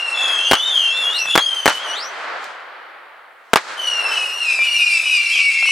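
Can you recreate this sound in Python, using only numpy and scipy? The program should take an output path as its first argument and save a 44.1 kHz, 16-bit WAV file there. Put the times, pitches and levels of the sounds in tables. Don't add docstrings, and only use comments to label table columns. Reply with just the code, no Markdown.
import sys
import numpy as np
from scipy import signal
from scipy.fft import rfft, irfft
from scipy.io import wavfile
from scipy.ndimage import map_coordinates

SR = 44100
rng = np.random.default_rng(int(sys.argv[2]) if len(sys.argv) > 2 else 0)


def transcribe(u):
    v = np.clip(np.atleast_2d(u).T, -1, 1)
    q = np.round(v * 32767).astype(np.int16)
    wavfile.write(sys.argv[1], SR, q)


N = 251811
TIME = np.arange(N) / SR

# (name, lift-off [s], end [s], starting pitch [Hz], growth of the hollow [share],
# level [dB], fade while flying off [dB/s], overtone boost [dB])
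ROCKETS = [("a", -.1, 0.55, 2868, .24, -19.5, 2.3, -2), ("b", .18, 1.5, 3560, .5, -19.5, 0.55, -2.5),
           ("c", .135, 1.258, 3505, .36, -19.5, -0.57, 2.8), ("d", 1.26, 2.09, 3510, .37, -16.5, 10, 3.5),
           ("e", 3.765, 5.75, 3095, .45, -18, 1.8, 2.1), ("f", 4.09, 5.42, 3038, .38, -20, -2.5, 1.7),
           ("g", 4.6, 5.75, 2875, .28, -15, 6.6, 2), ("h", 5.03, 5.75, 2952, .28, -18.5, 1, 2),
           ("i", 5.28, 5.75, 2882, .2, -17.5, 4.2, 0), ("j", 5.64, 5.75, 3000, 0.304, -18.5, 0, 5.7)]
# (rocket, time [s], half length [s], rise [share], level change [dB])
SWERVES = [("a", .51, .119, .11, 2.7), ("b", .47, .136, .076, -1), ("b", .68, .097, .271, 0.68),
           ("b", 1.125, .089, .096, -0.83), ("c", .77, .095, .115, 0), ("c", 0.98, .09, .255, -1),
           ("c", 1.23, .11, .66, -.5), ("d", 1.822, .042, .114, -11.5), ("e", 4.39, .075, .13, -4.5),
           ("e", 4.86, .083, .041, 0), ("e", 5.225, .19, .085, -3), ("f", 4.4, .119, .049, -1),
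           ("f", 4.733, .056, .134, -1.7), ("f", 5.1, .047, .105, 0.62), ("g", 4.825, .159, .046, 0.72),
           ("g", 5.25, .083, .114, -4), ("g", 5.735, .064, 0.14, 2.2), ("h", 5.645, .084, .05, -2.5),
           ("i", 5.338, .025, .164, -5)]
# (rocket, start [s], top [s], rise [share], level change [dB])
BURNOUTS = [("b", 1.265, 1.52, 1.1, -21), ("c", 1.176, 1.194, 0.28, -6.5), ("d", 1.905, 2.085, 1.15, -9)]
# (multiple of the tube's lowest note, level [dB])
PARTIALS = [(1, -34.5), (2, 4), (3, -18), (4, -16.5), (5, -26), (6, -22), (7, -24), (8, -28), (9, -34.5),
            (10, -33)]
# (frequency [Hz], level [dB])
AIR_LOSS = [(3000, -5), (5500, -2), (7000, -6.5), (8500, -3.5), (10000, -6), (12000, -6.5), (13500, -19),
            (15000, -15), (16000, -28)]
# (time [s], level [dB], ground echo lag [ms], wall echo lag [ms], far wall echo lag [ms],
# tree echo level [dB], tree echo stretch [factor])
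BURSTS = [(-.27, 19, 7, 21, 40, -1, 1), (.5129, 19, 7.5, 20, 40.8, -5, 1),
          (1.3545, 19, 6.1, 22.3, 39.3, -5, 1), (1.6578, 20, 7.1, 20.4, 40.3, -2.2, 1.13),
          (3.5335, 20, 4.3, 25.1, 37.8, -2, .97)]
# (time [s], level [dB])
LAUNCH_POPS = [(1.256, -9), (4.5893, -11.5), (4.766, -24), (5.0328, -17), (5.357, -18.5), (5.626, -11.5),
               (5.69, -13)]
# (peak time [s], level [dB], rise [dB/s], fall [dB/s])
SPARK_SHOWERS = [(1.68, -25, 1000, 107), (2.2, -44, 20, 53), (2.45, -42, 130, 115), (3.57, -33, 830, 150),
                 (3.7, -36, 114, 90)]
# (time [s], level [dB])
SHARP_SNAPS = [(1.258, 1), (2.443, -8), (3.741, -11)]
# (lag [s], level [dB], rise [dB/s], fall [dB/s])
REFLECTORS = [(.04, 23, 1500, 520), (.18, 9.5, 166, 80), (.58, 13.5, 30, 42), (1.0, 2, 22, 14.5)]
# (frequency [Hz], level [dB])
JET_COLOUR = [(100, -31), (400, -13.5), (1300, -12.5), (2700, 2.5), (4500, 0.5), (7000, -5), (10000, -7),
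              (15000, -39)]
FIZZ_COLOUR = [(200, 1), (1500, 0.5), (4000, 3), (8000, -4.5), (11000, -19), (15000, -39)]
CLUTTER_COLOUR = [(100, -25), (300, -10), (600, -3), (1500, 3.5), (2500, -8), (5000, -16.5), (9000, -20.5),
                  (15000, -36)]
TREE_COLOUR = [(60, -27), (150, -16), (220, -16.5), (320, -9), (480, -3), (700, 1), (1000, 1.5),
               (1400, 4.5), (2100, -0.5), (3000, -9), (4500, -9), (8000, -33), (15000, -54)]
NIGHT_COLOUR = [(30, -4), (100, -9), (400, -9), (1200, -9.5), (4000, -15), (9000, -8), (15000, -11)]

TOP_HZ = 15900


def rockets(direct_db=-3, ground_db=-10, wall_db=-7, far_wall_db=-18, jet_db=-23, sputter_db=-37):
    out, power = np.zeros((2, N)), np.zeros((1, N))
    side_ms = 0.0085
    for rocket in ROCKETS:
        start, end = rocket[1:3]
        t = np.arange(start, end + .05, 1 / SR)
        tone, thrust = whistle(t, rocket)
        heard = undb(direct_db) * np.array([tone, delayed(tone, side_ms)])
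        climb = 1 - np.exp(-(t - start) / .6)
        heard += undb(ground_db) * delayed(tone, 1 + 6 * climb)
        heard += undb(far_wall_db) * delayed(tone, 48 - 8 * climb)
        heard += undb(wall_db) * np.array([delayed(tone, 28 - 7 * climb + s * side_ms) for s in (1, -1)])
        add(out, heard, start)
        add(power, thrust[None] ** 2, start)
    jet = undb(jet_db) * noise(JET_COLOUR, 1.0) * undb(2.1 * wander(54))
    sputter = undb(sputter_db) * noise(FIZZ_COLOUR, 0.77)
    out += np.sqrt(power) * (jet + sputter)
    mono = out.mean(0, keepdims=True)
    near = undb(-7) * signal.fftconvolve(mono, scatter(0.18, 1.0))[:, :N]
    far = undb(-18) * signal.fftconvolve(mono, tree_echo(stretch=0.96))[:, :N]
    return pan(out + near, left_db=1.35) + far


def whistle(t, rocket, jitter=0.00752, waver=0.00451, flutter_db=1.75, rasp_db=3.5, patchy_db=3.5):
    hz, thrust, overtones_db = flight(t, *rocket)
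    thrust = thrust * undb(flutter_db * wander(200, t))
    unsteady = 1 + 1.74 * np.exp(-(t - t[0]) / .06)
    lowest_hz = hz / 2 * (1 + jitter * unsteady * wander(900, t) + waver * wander(70, t))
    phase = 2 * np.pi * np.cumsum(lowest_hz) / SR
    odd_db = -12 * np.clip((lowest_hz - 1350) / 300, 0, 1)
    tone = 0
    for k, partial_db in PARTIALS:
        k = round(k)
        db = partial_db + curve(AIR_LOSS, k * lowest_hz) + odd_db * (k % 2)
        if k != 2:
            db += overtones_db + patchy_db * wander(25, t) + rasp_db * wander(300, t) / np.sqrt(2)
        tone = tone + undb(db) * np.sin(k * phase) * (k * lowest_hz < TOP_HZ)
    return np.sqrt(2) * tone * thrust, thrust


def flight(t, name, start, end, first_hz, growth, db, fade_db_per_s, bright_db,
           burn_s=.75, swing_db=7, attack_s=0.04, release_s=0.029):
    age = t - start
    hz = first_hz / (1 + growth * (1 - np.exp(-age / burn_s)))
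    turn_db = 0
    for who, when, half_s, rise, change_db in SWERVES:
        if who == name:
            progress = (t - when) / half_s
            bend = np.exp(-progress ** 2)
            hz *= 1 + rise * bend
            turn_db += (change_db + swing_db * progress) * bend
    for who, when, top, rise, change_db in BURNOUTS:
        if who == name:
            sweep = np.sin(np.pi / 2 * np.clip((t - when) / (top - when), 0, 1)) ** 2
            hz *= 1 + rise * sweep
            turn_db += change_db * sweep
    burning = np.clip(np.minimum(age / attack_s, (end - t) / release_s), 0, 1)
    thrust = burning * undb(db - fade_db_per_s * age + turn_db)
    overtones_db = bright_db - 2 * age + 0.2 * turn_db
    return hz, thrust, overtones_db


def bursts():
    out = np.zeros((2, N))
    for when, db, ground_ms, wall_ms, far_wall_ms, trees_db, stretch in BURSTS:
        paths = [(0, 1, .24), (3.3, -12, .1), (ground_ms, -3, .25), (wall_ms, 3, .17),
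                 (wall_ms + ground_ms, -13, .25), (far_wall_ms, -16, .08)]
        for lag_ms, path_db, push_ms in paths:
            tearing = highpass(scatter(.005), 900)
            crack = lowpass(blast(push_ms), 7000) + tearing + undb(-11) * scatter(.055)
            add(out, pan(undb(db + path_db) * crack, left_db=2.4), when + lag_ms / 1000)
        add(out, undb(db - 5) * scatter(.075), when + wall_ms / 1000)
        add(out, pan(undb(db + trees_db) * tree_echo(stretch), left_db=-0.0075), when)
    return highpass(out, 337)


def blast(push_ms, size=8192):
    progress = (np.arange(size) + .5) / SR * 1000 / push_ms
    return (1 - progress) * np.exp(-progress)


def launches(wall_lag_s=.0285, wall_db=-2, rattle_db=8, thump_hz=155):
    out = np.zeros((2, N))
    cycles = TIME[:8192] * thump_hz
    thump = undb(-38) * np.sin(2 * np.pi * cycles) * cycles * np.exp(1 - 1.3 * cycles)
    for when, db in LAUNCH_POPS:
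        for lag_s, path_db in ((0, 0), (wall_lag_s, wall_db)):
            knock = highpass(blast(.2) + undb(rattle_db) * scatter(.03), 480) + thump
            add(out, undb(db + path_db) * knock, when + lag_s)
    return lowpass(out, 3500)


def fizz_and_snaps():
    out = noise(FIZZ_COLOUR, 0.71) * swells(SPARK_SHOWERS, TIME) * undb(0.95 * wander(70))
    for when, db in SHARP_SNAPS:
        add(out, highpass(undb(db) * scatter(0.018), 1260), when)
    return out


def scatter(decay_s, likeness=0.97, size=8192):
    tail = noise(CLUTTER_COLOUR, likeness, size) * undb(-60 * np.arange(size) / SR / decay_s)
    return tail / np.sqrt(np.sum(tail ** 2) / 2)


def tree_echo(stretch, air_hz=3200, treble_db_per_s=-13, size=2 ** 17):
    lag = np.arange(size) / SR
    wash = noise(TREE_COLOUR, 0.69, size)
    dull = signal.sosfiltfilt(signal.butter(2, air_hz, fs=SR, output="sos"), wash)
    treble = (wash - dull) * undb(treble_db_per_s * lag)
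    echo = (dull + treble) * swells(REFLECTORS, lag / stretch)
    return echo / np.sqrt(np.sum(echo ** 2) / 2)


def night():
    return undb(-67) * noise(NIGHT_COLOUR, 0.32)


def noise(colour, likeness, size=N, wide_hz=9000):
    hz, db = np.transpose(colour)
    freqs = np.arange(size // 2 + 1) * SR / size + 1
    gain = undb(np.interp(np.log(freqs), np.log(hz), db))
    alike = np.clip(likeness, 0, 1) / (1 + (freqs / wide_hz) ** 2)
    white = rfft(rng.standard_normal((2, size)))
    mid, side = irfft(white * gain * np.sqrt([1 + alike, 1 - alike]), size)
    both = np.array([mid + side, mid - side])
    return both / both.std()


def wander(rate, at=TIME):
    coarse = at[::16]
    drift = map_coordinates(rng.standard_normal(8192), [coarse * rate], order=2, mode="wrap")
    return np.interp(at, coarse, drift)


def swells(rows, at):
    gains = [undb(db - np.maximum(abs(rise) * (peak - at), abs(fall) * (at - peak)))
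             for peak, db, rise, fall in rows]
    return np.sqrt(sum(gain ** 2 for gain in gains))


def undb(db):
    return np.exp(np.asarray(db) * (np.log(10) / 20))


def curve(rows, at):
    return np.interp(at, *np.transpose(rows))


def pan(x, left_db):
    return x * undb(np.array([[left_db], [-left_db]]) / 2)


def add(out, x, start):
    i = int(round(start * SR))
    a, b = max(i, 0), min(i + x.shape[1], out.shape[1])
    if b > a:
        out[:, a:b] += x[:, a - i:b - i]


def delayed(x, ms):
    i = np.arange(len(x))
    return np.interp(i - ms * SR / 1000, i, x, left=0)


def highpass(x, hz):
    return signal.sosfilt(signal.butter(2, hz, "high", fs=SR, output="sos"), x)


def lowpass(x, hz):
    return signal.sosfilt(signal.butter(2, hz, fs=SR, output="sos"), x)


def scene():
    return night() + highpass(rockets() + fizz_and_snaps(), 320) + bursts() + launches()


def record(dry):
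    clipped = np.clip(dry, -1, 1)
    return signal.sosfilt(signal.ellip(8, .2, 60, TOP_HZ, fs=SR, output="sos"), clipped)


dry = scene()
out = record(dry)
transcribe(out)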